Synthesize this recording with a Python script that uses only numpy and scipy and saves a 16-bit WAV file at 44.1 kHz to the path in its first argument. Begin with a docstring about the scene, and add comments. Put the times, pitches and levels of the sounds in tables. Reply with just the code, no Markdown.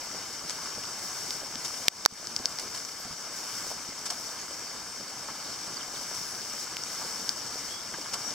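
"""Steady rain on garden bushes and grass, heard by a small hand-held camera carried slowly along a path.
Far drops merge into hiss; near ones tap damped leaves. Soft steps thud, brushed leaves snap and rustle,
the lens motor fizzes now and then and a few birds whistle far off. Two sharp clicks on the camera
overload it and its limiter ducks the rain. The microphone ports ring near 5 kHz."""
import sys
import numpy as np
from scipy import signal
from scipy.fft import rfft, irfft
from scipy.io import wavfile
from scipy.ndimage import uniform_filter1d, minimum_filter1d

SR = 44100
rng = np.random.default_rng(int(sys.argv[2]) if len(sys.argv) > 2 else 0)


def store_pcm(level_fs):
    """Save levels as 16-bit WAV."""
    pcm = np.round(np.clip(level_fs, -1, 1) * 32767).astype(np.int16)
    wavfile.write(sys.argv[1], SR, np.atleast_2d(pcm).T)


N = 367773


def amp(db):
    """dB to gain."""
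    return 10 ** (np.asarray(db) / 20)


def unit_rms(x):
    """Scale to rms 1."""
    return x / np.sqrt(np.mean(x ** 2) + 1e-20)


def drift(samples):
    """Smooth random wander, rms 1."""
    return unit_rms(uniform_filter1d(rng.standard_normal(N), size=samples))


def per_bin(curve):
    """Interpolate (f/Hz, value) rows onto the FFT bins, along log f."""
    hz, value = np.transpose(curve)
    return np.interp(np.log(np.fft.rfftfreq(N, 1 / SR) + 1), np.log(hz + 1), value)


def add(mix, start_s, sound):
    """Mix a sound in at start_s."""
    part = mix[:, round(start_s * SR):][:, :sound.shape[-1]]
    part += sound[..., :part.shape[1]]


def pan(db):
    """Gain pair, left over right by db."""
    return amp([[db / 2], [-db / 2]])


def contact_t60_s(db, levels_db, t60s_s):
    """Decay time: shrinks by equal ratios as the contact gets harder."""
    return np.exp(np.interp(db, levels_db, np.log(t60s_s)))


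def diffuse_noise(spectrum):
    """Noise at the two ports, rms 1: alike in the bass, less so in the treble."""
    # left-right coherence: f/Hz, coherence/0-1
    coherence = [(60, 0.9), (110, 0.88), (200, 0.93), (380, 0.83), (700, 0.88), (1290, 0.96), (2380, 0.99),
                 (4400, 0.71), (8120, 0.41), (15000, 0.07)]
    alike = per_bin(coherence)
    left, independent = rfft(rng.standard_normal((2, N)))
    right = alike * left + np.sqrt(1 - alike ** 2) * independent
    return unit_rms(irfft(np.array([left, right]) * amp(per_bin(spectrum)), N))


def tap(hz, t60_s, pan_db=0):
    """Struck, heavily damped surface: a few dying cycles."""
    t = np.arange(SR // 25) / SR
    return pan(pan_db) * amp(-60 * t / t60_s) * np.sin(2 * np.pi * hz * t)


def snap(hz, t60_cycles, contact_db, pan_db=0):
    """Sharp tap: the contact cracks, then the surface rings."""
    sound = tap(hz, t60_cycles / hz, pan_db)
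    sound[:, :2] += pan(pan_db) * amp(contact_db) * np.array([1, -1])
    return sound


def rain_wash(level_db=-34.5, patch_db=1.13, flicker_db=0.5):
    """Countless far drops merge into a hiss that shifts in patches as they land in clumps."""
    # rain on distant foliage: f/Hz, relative density/dB
    spectrum = [(25, -23), (60, -3), (130, 1.5), (300, 2.5), (550, -2.5), (1100, -3.5), (1700, -8),
                (3000, -16), (6500, -21), (9500, -26), (15600, -25.5)]
    cells = signal.stft(diffuse_noise(spectrum), nperseg=512, noverlap=384)[2]
    patches = uniform_filter1d(rng.standard_normal(cells.shape[1:]), size=8, axis=0)
    patches = unit_rms(uniform_filter1d(patches, size=12, axis=1))
    flicker = unit_rms(uniform_filter1d(rng.standard_normal(cells.shape[-1]), size=6))
    cells *= amp(patch_db * patches + flicker_db * flicker)
    hiss = signal.istft(cells, nperseg=512, noverlap=384)[1][:, :N]
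    return amp(level_db) * unit_rms(hiss)


def rain_patter(level_db=-43, drops_per_s=500, leaves=32, spread_db=5, t60_cycles=7):
    """Drops on nearer leaves: each leaf has its own pitch and place; small leaves are fainter."""
    out = np.zeros((2, N))
    per_leaf = int(drops_per_s * N / SR / leaves)
    for hz in np.geomspace(500, 11000, leaves):
        when, chance = rng.random((per_leaf, 2)).T
        size = np.minimum(-np.log(1 - chance), 4)  # large drops are rare
        hits = np.zeros(N)
        hits[(when * N).astype(int)] = amp(spread_db * size)
        leaf = tap(hz, t60_cycles / hz, pan_db=rng.normal(0, 4.9)) / hz ** 0.51
        out += signal.oaconvolve(hits[None], leaf, axes=1)[:, :N]
    return amp(level_db) * unit_rms(out)


def rain_strength(lull_s=4.5, width_s=2.4, lull_db=-1.33, swell_db=0.67, swell_s=0.35):
    """Gain: the rain eases to one lull and picks up again, with small random swells."""
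    lull = np.exp(-((np.arange(N) / SR - lull_s) / width_s) ** 2)
    return amp(lull_db * lull + swell_db * drift(int(swell_s * SR)))


def thuds(rise_s=0.0016, band_ratio=1.47, knock_db=4, t60_cycles=4, side_gain=0.21):
    """Footfalls and hand bumps: a dull knock, then a noise puff in the same broad resonance."""
    # soft contacts: t/s, level/dB, f/Hz
    bumps = [(.44, -27.5, 225), (1.552, -26.5, 200), (2.124, -17, 201), (2.4, -20.5, 200), (2.63, -29, 320),
             (3.052, -30, 160), (3.109, -26, 139), (3.713, -21, 570), (3.889, -23, 260), (4.113, -27, 645),
             (4.999, -32, 280), (5.283, -27.5, 820), (5.702, -36, 229), (7.014, -29, 840),
             (7.226, -29, 274), (7.934, -28.5, 250), (7.939, -24.5, 1180), (8.136, -30, 900)]
    out = np.zeros((2, N))
    t = np.arange(SR // 2) / SR
    for start_s, db, hz in bumps:
        t60_s = contact_t60_s(db, levels_db=[-30, -23.5], t60s_s=[0.22, 0.05])
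        body = signal.butter(2, [hz / band_ratio, hz * band_ratio], "bandpass", fs=SR, output="sos")
        mid, side = signal.sosfilt(body, rng.standard_normal((2, len(t))))
        puff = unit_rms(np.array([mid + side_gain * side, mid - side_gain * side]))
        envelope = amp(db - 60 * t / t60_s) * (1 - np.exp(-t / rise_s))
        add(out, start_s, envelope * puff)
        add(out, start_s, amp(db + knock_db) * tap(hz, t60_cycles / hz))
    return out


def rustles(grain_db=4, rise_s=0.00044):
    """Wet leaves slide over each other in grainy bursts; gentler brushes last longer."""
    # leaves brushed in passing: t/s, level/dB
    brushes = [(0.494, -31.5), (1.646, -29), (1.741, -43), (2.596, -33.5), (2.745, -37), (4.056, -28),
               (4.101, -30.5), (6.14, -38), (8.1361, -23)]
    # leaf friction: f/Hz, relative density/dB
    spectrum = [(200, -8), (700, 8), (2000, -2.5), (4000, -5.5), (6500, -11), (10000, -12.5), (16000, -22)]
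    envelope = np.zeros(N)
    for start_s, db in brushes:
        t60_s = contact_t60_s(db, levels_db=[-39.5, -23.5], t60s_s=[0.47, 0.065])
        age_s = np.maximum(np.arange(N) / SR - start_s, 0)
        envelope += (1 - np.exp(-age_s / rise_s)) * amp(db - 60 * np.minimum(age_s / t60_s, 2))
    grain = unit_rms(amp(grain_db * drift(samples=70)))
    return diffuse_noise(spectrum) * grain * envelope


def near_ticks():
    """Sharp ticks close by: large drops on leaves, and twig or leaf snaps that start a rustle."""
    # drops and snaps: t/s, level/dB, f/Hz
    ticks = [(.4967, -15.5, 4320), (.838, -17.5, 2540), (1.3068, -12.5, 4000), (1.556, -15.5, 3350),
             (2.2712, -16, 5170), (2.3638, -8.5, 4800), (2.4567, -5, 4600), (2.587, -16, 4500),
             (2.85, -22, 5900), (4.058, -23, 4640), (4.1023, -23, 4300), (6.7688, -10, 2670),
             (6.8367, -18, 5700), (7.2923, -7.5, 4630), (8.1353, -19, 3600), (8.307, -19, 4500)]
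    out = np.zeros((2, N))
    for start_s, db, hz in ticks:
        add(out, start_s, amp(db) * snap(hz, t60_cycles=5.4, contact_db=-11))
    return out


def lens_motor(ramp_s=0.049, uneven_db=1.5, grain_db=2):
    """Fine, gritty fizz that starts and stops as the lens refocuses."""
    # motor runs: start/s, end/s, level/dB
    runs = [(0.968, 1.39, -44.5), (1.594, 1.872, -45), (2.55, 2.95, -50.5), (3.33, 3.748, -44.5),
            (4.03, 4.34, -49), (5.93, 6.662, -45.5), (6.857, 7.325, -46), (7.517, 7.764, -48.5)]
    # motor fizz: f/Hz, relative density/dB
    spectrum = [(300, -16), (1500, 13), (3000, 5), (6000, 5), (8000, 1.5), (10000, 3), (13500, 4.5),
                (16000, 4.5)]
    t = np.arange(N) / SR
    envelope = np.zeros(N)
    for start_s, end_s, db in runs:
        inside_s = np.minimum(t - start_s, end_s - t)
        envelope += amp(db) * np.clip(inside_s / ramp_s + 0.5, 0, 1)
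    grit = unit_rms(amp(uneven_db * drift(samples=2500) + grain_db * drift(samples=60)))
    return diffuse_noise(spectrum) * envelope * grit


def body_clicks(rattle_db=-15, rattle_t60_s=0.0075, rebound_s=0.0005, rebound_db=-8):
    """Hard plastic snaps, knocks the shell and rattles, then springs back and touches once more."""
    # clicks on the camera: t/s, level/dB, snap f/Hz, relative knock/dB, snap left over right/dB
    clicks = [(1.8827, 12.5, 3010, -29, -3), (2.0521, -4.5, 3610, -12, -7), (2.0602, 11, 4640, 9, 1),
              (2.1135, -23, 3500, -7, -2), (2.1375, -24, 8000, -12, 0)]
    out = np.zeros((2, N))
    t = np.arange(SR // 25) / SR
    plastic = signal.butter(1, [700, 11000], "bandpass", fs=SR, output="sos")
    # the shell rocks: pushes the right port, pulls more weakly at the left
    shell = tap(hz=1110, t60_s=0.0025, pan_db=-21) * np.array([[-1], [1]])
    for start_s, db, hz, knock_db, pan_db in clicks:
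        crack = snap(hz, t60_cycles=5.5, contact_db=-9, pan_db=pan_db)
        rattle = amp(rattle_db - 60 * t / rattle_t60_s) * rng.standard_normal((2, len(t)))
        click = signal.sosfilt(plastic, crack + rattle) + amp(knock_db) * shell
        add(out, start_s, amp(db) * click)
        add(out, start_s + rebound_s, amp(db + rebound_db) * signal.sosfilt(plastic, crack))
    return out


def birds(waver=0.011, scatter_t60_s=0.085):
    """Thin gliding whistles, blurred on their way through the trees."""
    # far calls: t/s, length/s, start f/Hz, end f/Hz, level/dB
    calls = [(2.97, 0.082, 12300, 13000, -54), (4.378, 0.079, 6600, 6400, -56),
             (4.85, .12, 8650, 8450, -60), (5.76, .025, 4900, 4120, -48), (5.792, 0.032, 4000, 2380, -45),
             (5.942, 0.028, 4300, 2860, -44.5), (6.226, 0.15, 10400, 8500, -57),
             (7.662, .17, 3190, 3460, -46), (8.225, 0.087, 5770, 5640, -53)]
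    out = np.zeros((2, N))
    t = np.arange(SR // 10) / SR
    for start_s, length_s, start_hz, end_hz, db in calls:
        n = int(length_s * SR)
        hz = np.linspace(start_hz, end_hz, n) * (1 + waver * drift(samples=120)[:n])
        whistle = np.sin(2 * np.pi * np.cumsum(hz) / SR) * np.sin(np.linspace(0, np.pi, n))
        paths = rng.standard_normal((2, len(t))) * amp(-60 * t / scatter_t60_s)
        paths /= np.linalg.norm(paths[0])
        paths[:, 0] += 1  # direct path, as strong as the scatter
        blurred = signal.fftconvolve(whistle[None], paths, axes=1)[:, :n]
        add(out, start_s, amp(db) * unit_rms(blurred))
    return out


def scene():
    """All sound reaching the camera."""
    rain = (rain_wash() + rain_patter()) * rain_strength()
    return rain + thuds() + rustles() + near_ticks() + lens_motor() + body_clicks() + birds()


def microphone(x):
    """Each port rings at its own pitch; the camera's filters cut notches; one more peak near 8 kHz."""
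    # port cavities, left then right: f/Hz, width/Hz, gain/dB
    ports = [(5345, 938, 36), (4606, 912, 34)]
    # motor-noise filter notches and one peak, both channels: f/Hz, width/Hz, gain/dB
    notches_and_peak = [(1872, 222, -12), (2620, 810, -8.5), (3394, 295, -9), (4050, 2070, -15.5),
                        (4825, 203, -50), (7998, 610, 6.5)]
    # sensitivity: left/dB, right/dB
    sensitivity_db = [-16.5, -15.5]
    padded = N + SR
    f = np.fft.rfftfreq(padded, 1 / SR)

    def bell(hz, width_hz, db):
        """Causal peak or notch."""
        detuning, damping = hz ** 2 - f ** 2, 1j * f * width_hz
        return (detuning + damping * amp(db)) / (detuning + damping)

    response = np.array([bell(*port) for port in ports])
    response *= np.prod([bell(*band) for band in notches_and_peak], axis=0)
    return amp(sensitivity_db)[:, None] * irfft(rfft(x, padded) * response, padded)[:, :N]


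def limiter(x, ceiling_db=-2, attack_s=0.00036, hold_samples=661, recovery_s=0.14):
    """Peaks over the ceiling pull the gain down fast; it holds briefly, then creeps back."""
    needed_gain = np.minimum(1, amp(ceiling_db) / (abs(x).max(0) + 1e-9))
    held_cut = 1 - minimum_filter1d(needed_gain, size=hold_samples, origin=hold_samples // 2)
    fade = np.exp(-np.arange(N) / SR / recovery_s)
    cut = np.maximum.accumulate(held_cut / fade) * fade
    pole = np.exp(-1 / (attack_s * SR))
    return x * (1 - signal.lfilter([1 - pole], [1, -pole], cut))


def record(dry):
    """Microphone colour, limiter, overload, band limit."""
    clipped = np.clip(limiter(microphone(dry)), -1, 1)
    lowpass = signal.firwin(511, cutoff=15850, window=("kaiser", 9), fs=SR)
    return signal.oaconvolve(clipped, lowpass[None], "same")


dry = scene()
out = record(dry)
store_pcm(out)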